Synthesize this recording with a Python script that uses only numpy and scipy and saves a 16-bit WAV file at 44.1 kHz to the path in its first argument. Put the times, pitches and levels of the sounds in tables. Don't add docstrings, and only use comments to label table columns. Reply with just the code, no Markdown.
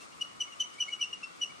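import sys
import numpy as np
from scipy import signal
from scipy.fft import rfft, irfft
from scipy.io import wavfile
from scipy.ndimage import uniform_filter1d

SR = 44100
rng = np.random.default_rng(int(sys.argv[2]) if len(sys.argv) > 2 else 0)


def inscribe(sig):
    pcm = np.round(np.clip(np.atleast_2d(sig).T, -1, 1) * 32767)
    wavfile.write(sys.argv[1], SR, pcm.astype(np.int16))


N = 70560


def gain_of(db):
    return 10 ** (np.asarray(db) / 20)


def evened(x):
    return x / np.sqrt(np.mean(x ** 2) + 1e-20)


def read(points, hz):
    f, value = np.transpose(points)
    return np.interp(np.log(hz + 1), np.log(f + 1), value)


def slow_drift(size):
    return evened(uniform_filter1d(uniform_filter1d(rng.standard_normal(N), size), size))


def left_right(db):
    return gain_of(db * np.array([[0.5], [-0.5]]))


def stroke(start, length, rise, fall):
    t = np.arange(N) / SR - start
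    progress = np.clip(t / length, -1.5, 1.2)
    growth = 1 / np.sqrt(1 + np.exp(np.clip(-2 * t / rise, -50, 50)))
    stop = 1 + np.exp(np.clip((t - length) / fall, -50, 50))
    return progress, growth / stop, growth


NOISE_HZ = np.fft.rfftfreq(512, 1 / SR)


def noise(db, same, patchy_db):
    frames = N // 128 + 5
    a, b, c, d, patch = rng.standard_normal((frames, 257, 5)).T
    patch = uniform_filter1d(patch, size=6, axis=0)
    patch = evened(uniform_filter1d(patch, size=20, axis=1))
    same = np.clip(same, -1, 1)[:, None]
    left = a + 1j * b
    right = same * left + np.sqrt(1 - same ** 2) * (c + 1j * d)
    z = np.array([left, right]) * gain_of(db[:, None] + patchy_db * patch)
    return evened(signal.istft(z, nperseg=512, noverlap=384)[1][:, :N])


# frequency in Hz, level in dB per Hz.
HISS_COLOUR = [(30, -32.5), (100, -16.5), (200, -4.5), (700, -8), (1700, -11.5), (2200, -10), (3000, -13.5),
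               (14000, -22.5)]
# frequency in Hz, left-right likeness from -1 to 1.
HISS_LIKENESS = [(60, -0.31), (180, -0.39), (530, -0.54), (1580, -0.41), (4710, -0.081), (14000, 0.21)]


def hiss():
    return gain_of(-53) * noise(read(HISS_COLOUR, NOISE_HZ), read(HISS_LIKENESS, NOISE_HZ), patchy_db=0.98)


# centre in Hz, width in Hz, level in dB.
FAN_BANDS = [(1136, 223, -4), (1254, 280, -1), (2200, 160, -8), (171, 30, -9.5)]


def fan():
    level_db, left_db, likeness = -57, 8.5, -0.83
    power = sum(gain_of(db) ** 2 * np.exp(-(2 * (NOISE_HZ - hz) / width) ** 2) for hz, width, db in FAN_BANDS)
    air = noise(10 * np.log10(power + 1e-9), likeness + 0 * NOISE_HZ, patchy_db=2.0)
    waver = gain_of(0.4 * slow_drift(size=2500))
    return gain_of(level_db) * left_right(left_db) * air * waver


# start in seconds, length in seconds, level in dB.
SCUFFS = [
    (.008, 0.051, -56.5),
    (0.213, .013, -52.5),
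    (0.408, 0.022, -60),
    (0.6, 0.013, -50.5),
    (.739, .008, -52.5),
    (0.876, .008, -64),
    (2.1, 0.02, -64),
    (1.5, 0.0063, -68),
]
# frequency in Hz, level in dB.
CLOTH_COLOUR = [(1500, -20.5), (3000, -1), (5000, -1), (8000, -1), (14500, -7.5)]


def cloth(pressure):
    rub_db = -24.5
    scuff = sum(gain_of(db) * stroke(start, length, 0.0021, 0.010)[1] for start, length, db in SCUFFS)
    fibres = noise(read(CLOTH_COLOUR, NOISE_HZ), 0.5 + 0 * NOISE_HZ, patchy_db=2.0)
    return fibres * (gain_of(rub_db) * pressure + scuff)


# frequency in Hz, level in dB.
TONE_COLOUR = [(2700, -0.5), (2780, -5), (2830, -6), (2885, 2.5), (2925, -2.96), (2970, -1.2), (3050, 3.1)]
# frequency in Hz, level in dB.
OCTAVE_COLOUR = [(4400, -22), (5400, -15), (5600, -21.5), (5770, -13), (5830, -20), (5900, -7),
                 (6100, -4.5)]


def squeak(row, bend, rise, fall, wobble, shimmer, bend_power=1, start_flat_hz=0):
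    start, length, db, pitch, glide = row
    progress, envelope, growth = stroke(start, length, rise, fall)
    glide_hz = np.minimum(glide * np.sign(progress) * abs(progress) ** bend_power, 225)
    hz = pitch + bend * glide_hz - start_flat_hz * (1 - growth) + wobble
    phase = 2 * np.pi * np.cumsum(hz) / SR
    level = np.sqrt(2) * gain_of(db) * envelope * shimmer
    tone = level * gain_of(read(TONE_COLOUR, hz)) * np.sin(phase)
    octave = gain_of(read(OCTAVE_COLOUR, 2 * hz)) * np.cos(2 * phase + 0.27)
    third = gain_of(-34.5) * np.sin(3 * phase)
    upper = level * (level / gain_of(-26)) ** 0.2 * (octave + third)
    rub_share = 0.52
    pressure = (gain_of(db) * envelope) ** rub_share * gain_of(-30 * (1 - rub_share))
    return np.array([tone, upper, pressure])


# start in seconds, length in seconds, level in dB, pitch in Hz, sag in Hz.
LIGHT = [
    (0.015, .010, -52, 2695, 30),
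    (0.031, .006, -50, 2740, 10),
    (0.128, .010, -53, 2835, 20),
    (0.203, .006, -48, 2790, 5),
    (0.529, .011, -42.5, 2850, 60),
    (0.732, .006, -54, 2830, 30),
    (0.796, .008, -67, 3020, 20),
    (.929, 0.012, -31.5, 2915, 33.4),
    (0.947, 0.0087, -39.5, 2913, 9.2),
]


def light_strokes(wobble, shimmer):
    return sum(squeak(row, -1, 0.0055, 0.0024, wobble, shimmer) for row in LIGHT)


# start in seconds, length in seconds, level in dB, pitch in Hz, sag in Hz.
FORWARD = [
    (0.214, 0.013, -28.5, 2934, 70),
    (0.4069, 0.021, -30, 3003, 199),
    (0.6033, 0.023, -30, 3051, 172.5),
    (0.805, .030, -29, 2996, 201.3),
    (1.013, 0.035, -29, 2983, 452.4),
    (1.130, 0.018, -34.5, 2874, 70),
    (1.234, 0.017, -35.5, 2721, 25),
    (1.4166, .031, -29.5, 2964, 198.5),
]


def forward_strokes(wobble, shimmer):
    return sum(squeak(row, -1, 0.0024 * (row[1] / 0.02) ** 0.35, 0.0022, wobble, shimmer,
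                      bend_power=1.92, start_flat_hz=70) for row in FORWARD)


# start in seconds, length in seconds, level in dB, pitch in Hz, rise in Hz.
BACK = [
    (0.404, 0.0088, -58, 2320, 40),
    (0.481, .007, -51, 2190, 40),
    (.683, 0.0024, -59, 2200, 30.4),
    (0.784, 0.015, -47, 2250, 120),
    (0.886, 0.0088, -36.5, 2197, 28),
    (0.903, 0.011, -48.5, 2270, 10),
    (0.996, 0.01, -48, 2290, 30),
    (1.501, .012, -50.5, 2262, 51),
]


def return_strokes(wobble, shimmer):
    return sum(squeak(row, 1, 0.0036, 0.0012, wobble, shimmer) for row in BACK)


def squeaks():
    wobble = 5.1 * slow_drift(size=120)
    shimmer = gain_of(0.57 * slow_drift(size=90))
    return forward_strokes(wobble, shimmer) + light_strokes(wobble, shimmer) + return_strokes(wobble, shimmer)


# start in seconds, length in seconds, sum tone in Hz.
OVERLAP = [
    (1.002, .009, 5265),
]


def overlap():
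    t = np.arange(N) / SR
    return sum(gain_of(-54) * stroke(start, length, 0.002, 0.0012)[1] * np.sin(2 * np.pi * hz * t)
               for start, length, hz in OVERLAP)


# delay in seconds, level in dB.
EARLY = [(.0075, -19.5), (0.0134, -18.5), (0.02, -25), (.027, -20.5)]
# frequency in Hz, time to fall 60 dB in seconds.
ROOM_DECAY = [(2000, 0.6), (2700, 0.31), (3000, 0.45), (6000, 0.32), (10000, .3)]


def room(x):
    tail_db, tail_start_s = -15, 0.013
    taps = np.zeros((2, SR // 2))
    at = np.arange(0, SR // 2 - 20, 20) + rng.integers(0, 20, (2, (SR // 2 - 1) // 20))
    np.put_along_axis(taps, at, rng.choice([-1., 1.], at.shape), 1)
    hz, t, z = signal.stft(taps, SR, nperseg=256)
    decay = gain_of(-60 * t / read(ROOM_DECAY, hz)[:, None])
    tail = signal.istft(z * decay, SR, nperseg=256)[1]
    tail = tail * np.clip(np.arange(tail.shape[1]) / SR / tail_start_s - 1, 0, 1)
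    tail = gain_of(tail_db) * tail / np.linalg.norm(tail[0])
    for delay, db in EARLY:
        tail[:, round(delay * SR)] += gain_of(db)
    return np.array([signal.fftconvolve(v, h)[:N] for v, h in zip(x, tail)])


def scene():
    tone, upper, pressure = squeaks()
    low = tone * left_right(2.1)
    high = (upper + overlap()) * left_right(-4) + cloth(pressure)
    upper_wet_db = 3.5
    ring = room(low + gain_of(upper_wet_db) * high)
    return low + high + ring + hiss() + fan()


# frequency in Hz, level in dB.
TREBLE = [(8500, 0.66), (9700, -1.5), (10400, -11.5), (10900, -27.5), (12500, -27), (13100, -8.5),
          (14100, -21.5), (14400, -79)]


def shape_treble(dry):
    hz = np.fft.rfftfreq(N, 1 / SR)
    z = rfft(dry) * gain_of(read(TREBLE, hz))
    high = hz > 10700
    flicker = gain_of(3 * slow_drift(size=900))
    top = irfft(z * high, N) * left_right(-9) * flicker
    return irfft(z * ~high, N) + top


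def low_pass(x):
    return signal.sosfilt(signal.butter(12, 14630, fs=SR, output="sos"), x)


def record(dry):
    mix = shape_treble(dry)
    return low_pass(mix)


dry = scene()
out = record(dry)
inscribe(out)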